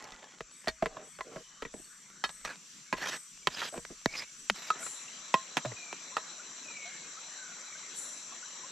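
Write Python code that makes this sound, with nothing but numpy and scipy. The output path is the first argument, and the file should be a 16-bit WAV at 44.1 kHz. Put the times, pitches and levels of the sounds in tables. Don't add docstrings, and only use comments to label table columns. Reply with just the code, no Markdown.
import sys
import numpy as np
from scipy import signal
from scipy.io import wavfile
from scipy.ndimage import uniform_filter1d

SR = 44100
rng = np.random.default_rng(int(sys.argv[2]) if len(sys.argv) > 2 else 0)


def waveform_to_disk(signal):
    frames = np.transpose(np.atleast_2d(signal))
    scaled = np.clip(frames, -1, 1) * 32767
    samples = np.round(scaled).astype(np.int16)
    wavfile.write(sys.argv[1], SR, samples)


N = 384111
MOVE_S = 4.54

# start in seconds, clank peak in dB, favoured pitch in Hz, brightness in dB per octave,
# thud level in dB, chatter decay in seconds, base ring T60 in seconds.
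SPOON_TAPS = [(0.025, -33, 5500, 13, -59, 0.0027, .04), (0.042, -31.5, 5500, 16, -57, 0.0036, .04),
              (0.076, -38, 5800, 6, -66, 0.0028, .04), (0.1214, -32, 1500, 9, -58, 0.0037, 0.12),
              (0.2297, -38, 2110, -3, -66, 0.0029, .06), (0.407, -25, 750, -10, -46, 0.0031, 0.047),
              (0.644, -39, 1100, 3, -64, .003, .04), (0.6737, -19.5, 497, -10, -39, 0.004, 0.092),
              (0.6824, -14, 4100, -1.5, -40.5, 0.0076, 0.11),
              (0.8243, -15.5, 690, -21.5, -31, 0.0086, 0.035),
              (0.859, -16.5, 4270, -12, -40.5, 0.0066, 0.069),
              (1.188, -35.5, 1360, -14, -55.5, 0.0072, 0.066),
              (1.2085, -23.5, 1920, -13, -62, 0.0044, 0.074), (1.3602, -33, 590, -10, -45, 0.011, .05),
              (1.6228, -25.5, 1820, -8, -42, 0.0072, 0.064),
              (1.6513, -27.5, 1950, -16.5, -46, 0.0087, 0.062),
              (1.7405, -36.5, 500, -19, -45.5, 0.0033, .05), (1.796, -54, 500, -5, -56, 0.0036, .04),
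              (2.102, -39.5, 2000, 22, -84, 0.0023, 0.033), (2.2395, -15, 4300, -0.5, -46.5, 0.0093, 0.2),
              (2.2929, -27, 1290, 2, -59, 0.0092, 0.044), (2.4501, -18.5, 1300, 10.5, -51, 0.0095, 0.11),
              (2.9275, -15, 1000, -4, -35.5, 0.01, 0.07), (2.9835, -29, 614, -6, -64, .003, .04),
              (3.472, -6.5, 950, -1.5, -36, 0.0052, .05), (3.618, -20.5, 1330, 3, -66, 0.011, 0.071),
              (3.742, -31.5, 594, -25, -56, 0.0062, 0.028), (3.7779, -30.5, 503, -6, -41, 0.003, 0.081),
              (3.851, -27.5, 1830, 6.5, -70, .003, 0.045), (3.9028, -43, 515, -12, -46.5, 0.018, 0.02),
              (4.059, -8.5, 630, -0.5, -28.5, 0.0026, 0.044), (4.4992, -6, 2440, 5.5, -42, .003, 0.062),
              (4.7036, -13.5, 1250, 0, -52, 0.0045, 0.19), (4.865, -30, 1230, 3.5, -72, 0.0063, 0.12),
              (5.3414, -7.5, 1030, -2, -32.5, 0.0049, .14), (5.5699, -10, 996, 6, -35, 0.0089, 0.042),
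              (5.6497, -26, 696, -17, -41, 0.0068, 0.026), (5.6567, -24, 690, -4, -49, 0.0049, 0.11),
              (5.719, -31.5, 715, -10, -50, 0.0084, 0.044), (5.928, -22, 960, -1.5, -48, 0.0052, 0.031),
              (6.1681, -15.5, 1070, -4.5, -59, 0.0087, 0.15)]
# frequency in Hz, level in dB, multiple of the base T60.
TIN_MODES = [(215, -23, 0.47), (302, -25, 0.43), (474, -2.5, 1.4), (647, 3, 1.68), (1007, -5.5, 0.57),
             (1040, 8.5, 1.18), (1303, 19.5, 0.4), (1670, 8, 1.1), (1927, 18, 0.64), (2283, 11.5, 0.4),
             (2560, 20, 0.28), (3130, 13.5, 0.27), (3690, 15.5, 0.26), (4285, 8.5, 0.39), (5260, 6.5, 0.36),
             (5840, -6, 0.76), (6390, -15, 2), (10500, -17, 0.12)]
# start, length, rise and fade in seconds, hold level in dB, favoured pitch in Hz,
# brightness in dB per octave.
SPOON_STROKES = [(0.0, 0.39, 0.0016, 0.39, -50.5, 1220, -6), (0.867, .23, 0.099, 0.095, -48.5, 650, -14),
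                 (1.239, 0.19, 0.029, 0.046, -51, 400, -13.5), (1.737, 0.087, 0.0045, .08, -51, 413, -28),
                 (2.444, 0.11, 0.0044, 0.041, -43.5, 1470, -0.5),
                 (2.962, 0.22, 0.054, 0.032, -37.5, 2750, 11), (3.499, .197, .1, 0.0091, -39, 1620, 13.5),
                 (3.724, 0.076, 0.041, 0.021, -41, 500, -12), (4.091, 0.16, 0.065, 0.023, -40.5, 2640, 12),
                 (4.547, 0.18, 0.0066, 0.042, -48.5, 2480, 18.5),
                 (4.718, 0.16, 0.066, 0.07, -46.5, 1110, -4)]
# time in seconds, chorus level in dB.
CHORUS_LEVELS = [(0.0, -61), (4.51, -53), (4.7, -50), (8.71, -47.5)]
# centre in Hz, width in Hz, relative level in dB.
CHORUS_RESONANCES = [(5863, 430, 0), (6510, 1800, -4), (7330, 540, -1), (7610, 67, -6)]
# start in seconds, level in dB, nominal length in seconds.
RASP_BURSTS = [(0.504, -56.5, 0.41), (1.02, -57, 0.41), (1.714, -55, 0.63), (2.247, -53.5, 0.49),
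               (3.095, -49.5, 0.38), (3.661, -50.5, 0.37), (4.359, -51, 0.16), (4.775, -49, 0.38),
               (7.926, -49, 0.38)]
# centre in Hz, width in Hz, relative level in dB, entry delay in seconds.
CLOSE_RASP_RESONANCES = [(8027, 98, -2.5, 0), (8420, 230, -4.5, 0.05), (10720, 552, -16.5, 0),
                         (11900, 690, -18.5, 0.053), (12950, 1200, -28, 0.016)]
DISTANT_RASP_RESONANCES = [(7340, 760, 8, 0.021), (8130, 530, -4, 0), (9900, 730, -3.5, 0.017),
                           (11500, 1300, -17.5, 0), (13500, 1100, -23, 0.014)]
# start in seconds, initial pitch in Hz, level in dB, length in seconds, sag limit as a share.
BIRD_CALLS = [(5.74, 2527, -51, 0.22, 0.13), (6.62, 2654, -48.5, 0.35, 0.25), (7.36, 1604, -52, .2, 0.17),
              (7.63, 2490, -59, 0.28, 0.25)]
# start in seconds, pitch in Hz, level in dB, length in seconds.
CLOSE_PEEPS = [(0.27, 4350, -75, .1), (0.565, 4450, -78, .07), (.86, 3400, -73, 0.32),
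               (1.128, 4430, -69, 0.055), (1.283, 3030, -67.5, .35), (1.833, 4460, -64, 0.052),
               (2.849, 2210, -64, 0.072), (3.41, 2290, -64.5, 0.08), (3.957, 2260, -77, .09),
               (4.068, 2240, -51, 0.064), (4.325, 2230, -72, 0.079)]
# delay in seconds, gain in dB.
TREE_ECHOES = [(.05, -11.5), (.11, -9.5), (.18, -12)]
# start in seconds, level in dB, initial pitch in Hz.
LOUD_BUBBLES = [(5.081, -47, 2620), (6.119, -50, 975), (6.394, -47, 1350), (6.851, -51, 665),
                (7.169, -46.5, 1230), (7.75, -48.5, 1460), (8.316, -51, 1063), (8.427, -46.5, 1390),
                (8.633, -48, 973)]
# start in seconds, initial pitch in Hz, level in dB, decay time in seconds.
LOW_BUMPS = [(4.505, 227, -38.5, 0.027), (5.66, 136, -38, 0.058)]
# centre in seconds, level in dB, half-width in seconds.
HISS_SWELLS = [(1.395, -63.5, 0.088), (2.73, -62.5, 0.12)]
# frequency in Hz, relative spectral density of the forest in dB.
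CLOSE_SPECTRUM = [(40, -43), (105, -56), (150, 0), (364, -14), (785, -20), (1200, -5.5), (4400, -13.5),
                  (7800, -14.5), (8600, -27.5), (12500, -45.5), (15500, -80)]
DISTANT_SPECTRUM = [(30, -12), (105, -64), (150, -3.5), (778, -10.5), (1200, -2.5), (3400, -6.5),
                    (5200, -9.5), (7800, -7.5), (8300, -23.5), (12500, -33), (15500, -63)]
# frequency in Hz, left-right correlation of the forest.
CLOSE_CORRELATION = [(60, 0.078), (240, 0.84), (950, 0.69), (3770, 0.98), (15000, 0.73)]
DISTANT_CORRELATION = [(60, 0.28), (240, 0.87), (950, 0.77), (3770, 0.46), (15000, 0.67)]
# frequency in Hz, forest level left over right in dB.
CLOSE_BALANCE = [(150, -2.5), (1000, 1.2), (12000, 4)]
DISTANT_BALANCE = [(150, -1.5), (1000, 0.61), (12000, 2.4)]


def tin_ring(t60_s, pitch_hz, bright_db, size, knock_db, spread_db, under_db, detune):
    hz, db, t60_scale = np.transpose(TIN_MODES)[:, :, None]
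    t = np.arange(size) / SR
    spot = rng.standard_normal((len(TIN_MODES), 2))
    octaves = np.log2(hz / pitch_hz)
    favour_db = 7.5 * np.exp(-(octaves / .2) ** 2)
    db = db + bright_db * octaves + under_db * np.minimum(octaves, 0) + favour_db
    decay_db = 60 * t / (t60_s * t60_scale)
    fade = gain_of(favour_db - decay_db) + gain_of(knock_db - decay_db / 0.17)
    modes = np.sin(2 * np.pi * hz * (1 + detune * spot[:, 1:]) * t)
    return (gain_of(db + spread_db * spot[:, :1]) * fade * modes).sum(0)


def spoon_taps():
    out, t = np.zeros((2, N)), np.arange(2000) / SR
    thud_hz, clank_hz = (110, 450), (450, 12500)
    for start_s, peak_db, pitch_hz, bright_db, thud_db, chatter_s, t60_s in SPOON_TAPS:
        force = 0.033 * rng.standard_normal((2, len(t))) ** 3 * np.exp(-t / chatter_s)
        force[1] = 0.74 * force[0] + 0.42 * force[1]
        force[:, 0] = 1
        ring = tin_ring(t60_s, pitch_hz, bright_db, size=6000,
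                        knock_db=15.5, spread_db=4.5, under_db=4.5, detune=0.016)
        blow = signal.fftconvolve(force, ring[None], axes=1)
        clank, thud = band(blow, clank_hz), band(band(blow, thud_hz), thud_hz)
        clank *= gain_of(peak_db) / abs(clank).max()
        thud *= gain_of(thud_db) / thud[:, :900].std()
        add(out, start_s, clank + thud, pan_db=-2.2)
    return out


def rice_grit(size, pitch_hz, bright_db):
    wander = uniform_filter1d(rng.standard_normal((6, size)), size=1200)
    contact = gain_of(6.2 * unit_rms(uniform_filter1d(wander, size=1200)))
    out = 0
    for share in contact / np.linalg.norm(contact, axis=0):
        clumps_db = 4.56 * slow_noise(size, span=300)
        slips = rng.standard_normal((2, size)) * share
        slips *= gain_of(clumps_db + 2.4 * rng.exponential(1, size))
        slips[1] = 0.95 * slips[0] + 0.26 * slips[1]
        ring = tin_ring(0.053, pitch_hz * 2 ** rng.normal(0, 0.46), bright_db, size=2500,
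                        knock_db=3.0, spread_db=8, under_db=2.5, detune=0.116)
        out = out + signal.fftconvolve(slips, ring[None] / np.linalg.norm(ring), axes=1)[:, :size]
    return out


def spoon_strokes():
    out, slack_db = np.zeros((2, N)), -11
    for start_s, length_s, rise_s, fade_s, db, pitch_hz, bright_db in SPOON_STROKES:
        t = np.arange(0, length_s, 1 / SR)
        slack = np.maximum(1 - t / rise_s, 0) + np.maximum(1 - (length_s - t) / fade_s, 0)
        drag = unit_rms(rice_grit(len(t), pitch_hz, bright_db)) * signal.windows.tukey(len(t), .04)
        add(out, start_s, gain_of(db + slack_db * slack) * drag, pan_db=-1.6)
    return out


def hand_rumble():
    t = np.arange(N) / SR
    jolt_db, jolt_s = -13, 0.033
    level = gain_of(-83.5 + 6.5 * slow_noise(N, span=5000))
    for start_s, _, _, _, thud_db, _, _ in SPOON_TAPS:
        first = round(start_s * SR)
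        age_s = t[first:first + 8000] - start_s
        level[first:first + 8000] += gain_of(thud_db + jolt_db) * np.exp(-age_s / jolt_s)
    return level * unit_rms(band(band(stereo_noise(.9), (14, 55)), (14, 65)))


def insect_chorus(distant):
    buzz = sum(gain_of(db) * unit_rms(resonate(stereo_noise(0.69), hz, width_hz))
               for hz, width_hz, db in CHORUS_RESONANCES)
    buzz = signal.sosfilt(signal.ellip(6, 1, 40, (5600, 7950), "band", fs=SR, output="sos"), buzz)
    level_db = np.interp(np.arange(N) / SR, *np.transpose(CHORUS_LEVELS))
    pan_db = np.where(distant > .5, 3.2, 1.5)
    return gain_of(level_db + np.array([pan_db, -pan_db]) / 2) * unit_rms(buzz)


def insect_rasps(bursts, resonances, rise_s, pan_db, glide, glide_s):
    out, throb_hz = np.zeros((2, N)), 90
    for start_s, burst_db, length_s in bursts:
        t = np.arange(0, 2 * length_s, 1 / SR)
        throb = 1 + 0.12 * np.sin(2 * np.pi * (throb_hz * t + rng.random()))
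        fade = np.exp(-(t / (0.42 * length_s)) ** 1.37)
        for hz, width_hz, db, entry_s in resonances:
            age_s = np.maximum(t - entry_s, 0)
            swell = gain_of(burst_db + db) * (1 - np.exp(-(age_s / rise_s) ** 2)) * fade
            pitch_hz = hz * (1 + glide * np.exp(-age_s / glide_s))
            direct, echo = resonate(rng.standard_normal((2, len(t))) * throb, pitch_hz, width_hz)
            add(out, start_s, swell * unit_rms(direct), pan_db)
            add(out, start_s, gain_of(-8) * swell * unit_rms(echo), pan_db=-14)
    return out


def whistles(calls, width_hz, fade_db):
    out, sag_s = np.zeros((2, N)), 0.199
    for start_s, hz, db, length_s, sag in calls:
        t = np.arange(0, length_s, 1 / SR)
        pitch_hz = hz * (1 - sag * (1 - np.exp(-t / sag_s)))
        direct, echo = resonate(rng.standard_normal((2, len(t))), pitch_hz, width_hz)
        swell = gain_of(db + fade_db * t / length_s) * signal.windows.tukey(len(t), .4)
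        add(out, start_s, swell * unit_rms(direct), pan_db=1.5)
        for delay_s, echo_db in TREE_ECHOES:
            add(out, start_s + delay_s, gain_of(echo_db) * swell * unit_rms(echo), pan_db=-4)
    return out


def cricket():
    t = np.arange(N) / SR
    throb_hz, phase_zero_s = 7.5, 4.6
    drift = slow_noise(N, span=6000)
    throb = 1 + 0.42 * np.cos(2 * np.pi * throb_hz * (t - phase_zero_s) + .5 * drift)
    tone = unit_rms(resonate(stereo_noise(0.68), hz=3990, width_hz=390))
    return gain_of(-58 + 1.2 * drift) * throb * tone


def bubble(hz, cycles):
    turns = np.arange(0, 3 * cycles, hz / SR)
    swell = 2 * (turns / cycles) * np.exp(1 - 1.58 * turns / cycles)
    return swell * np.sin(2 * np.pi * (turns + 0.0022 * turns ** 2))


def brook():
    out, rate_per_s = np.zeros((2, N)), 14
    for hz in np.geomspace(550, 2600, 16):
        levels = gain_of(-71 + 4.24 * np.minimum(rng.exponential(1, N), 3.5))
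        onsets = rng.random(N) < rate_per_s / SR
        add(out, 0, signal.oaconvolve(levels * onsets, bubble(hz, cycles=3.9))[:N], pan_db=1.5)
    for start_s, db, hz in LOUD_BUBBLES:
        add(out, start_s, gain_of(db) * bubble(hz, cycles=12.7), pan_db=1.5)
    return out


def bumps():
    out = np.zeros((2, N))
    for start_s, hz, db, decay_s in LOW_BUMPS:
        age = np.arange(0, 1.5, 1 / (SR * decay_s))
        swell = gain_of(db - 7.6 * age ** 2) * np.minimum(age / 0.055, 1)
        add(out, start_s, swell * np.sin(2 * np.pi * hz * decay_s * (age - 0.082 * age ** 2)))
    return out


def crackle():
    t = np.arange(N) / SR
    rate_per_s, growth_db_per_s = 3 + 60 * np.exp(-t / .3), 3.5
    ticks = gain_of(-29.5 + 2.63 * rng.exponential(1, N)) * (rng.random(N) < rate_per_s / SR)
    swells = sum(gain_of(db) * np.exp(-((t - mid_s) / half_s) ** 2) for mid_s, db, half_s in HISS_SWELLS)
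    hiss = unit_rms(band(stereo_noise(0.28), (2600, 7600)))
    hiss *= gain_of(-73 + growth_db_per_s * t) + swells
    return band(band(ticks, (500, 6500)), (400, 7500)) + hiss


def forest(spectrum, correlation, balance, level_db, patch_db):
    frames, hz = N // 256 + 5, np.fft.rfftfreq(1024, 1 / SR)
    left_re, left_im, other_re, other_im, patches = rng.standard_normal((frames, 513, 5)).T
    patches = unit_rms(uniform_filter1d(uniform_filter1d(patches, size=10, axis=0), size=14, axis=1))
    alike, half_pan_db = curve_at(correlation, hz), curve_at(balance, hz) / 2
    left = left_re + 1j * left_im
    right = alike * left + np.sqrt(1 - alike ** 2) * (other_re + 1j * other_im)
    shape_db = curve_at(spectrum, hz) + patch_db * patches + np.array([half_pan_db, -half_pan_db])
    _, wash = signal.istft(np.array([left, right]) * gain_of(shape_db), nperseg=1024, noverlap=768)
    return gain_of(level_db) * unit_rms(wash[:, :N])


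def gain_of(db):
    return 10 ** (np.asarray(db) / 20)


def unit_rms(x):
    return x / np.sqrt(np.mean(x ** 2) + 1e-20)


def slow_noise(size, span):
    return unit_rms(uniform_filter1d(rng.standard_normal(size), size=span))


def stereo_noise(correlation):
    left, other = rng.standard_normal((2, N))
    return np.array([left, correlation * left + np.sqrt(1 - correlation ** 2) * other])


def curve_at(points, hz):
    point_hz, values = np.transpose(points)
    return np.interp(np.log(hz + 1), np.log(point_hz + 1), values)[:, None]


def add(mix, start_s, sound, pan_db=0):
    part = mix[:, round(start_s * SR):][:, :sound.shape[-1]]
    part += sound[..., :part.shape[1]] * gain_of([[pan_db / 2], [-pan_db / 2]])


def band(x, edges_hz):
    return signal.sosfilt(signal.butter(2, edges_hz, "band", fs=SR, output="sos"), x)


def resonate(x, hz, width_hz):
    carrier = np.exp(2j * np.pi * np.cumsum(hz * np.ones(x.shape[-1])) / SR)
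    pole = np.exp(-np.pi * width_hz / SR)
    return 2 * (carrier * signal.lfilter([(1 - pole) ** 2], [1, -2 * pole, pole ** 2], x / carrier)).real


def scene():
    distant = np.clip((np.arange(N) / SR - MOVE_S) / 0.005, 0, 1)
    close = forest(CLOSE_SPECTRUM, CLOSE_CORRELATION, CLOSE_BALANCE, level_db=-60.5, patch_db=3.5)
    close += crackle() + hand_rumble()
    close += insect_rasps([burst for burst in RASP_BURSTS if burst[0] < MOVE_S], CLOSE_RASP_RESONANCES,
                          rise_s=0.015, pan_db=9.8, glide=-0.034, glide_s=0.033)
    close += whistles([(*peep, 0) for peep in CLOSE_PEEPS], width_hz=90, fade_db=-0.5)
    far = forest(DISTANT_SPECTRUM, DISTANT_CORRELATION, DISTANT_BALANCE, level_db=-51, patch_db=2.5)
    far += cricket() + brook() + whistles(BIRD_CALLS, width_hz=87, fade_db=-3.0)
    far += insect_rasps([burst for burst in RASP_BURSTS if burst[0] > MOVE_S], DISTANT_RASP_RESONANCES,
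                        rise_s=0.026, pan_db=9.4, glide=0.046, glide_s=0.036)
    spoon = band(band(spoon_taps() + spoon_strokes(), (125, 14500)), (115, 15500))
    return spoon + insect_chorus(distant) + (1 - distant) * close + distant * far + bumps()


def record(dry):
    edge_hz = 15600
    return signal.oaconvolve(dry, signal.firwin(511, edge_hz, window=("kaiser", 9), fs=SR)[None], "same")


dry = scene()
out = record(dry)
waveform_to_disk(out)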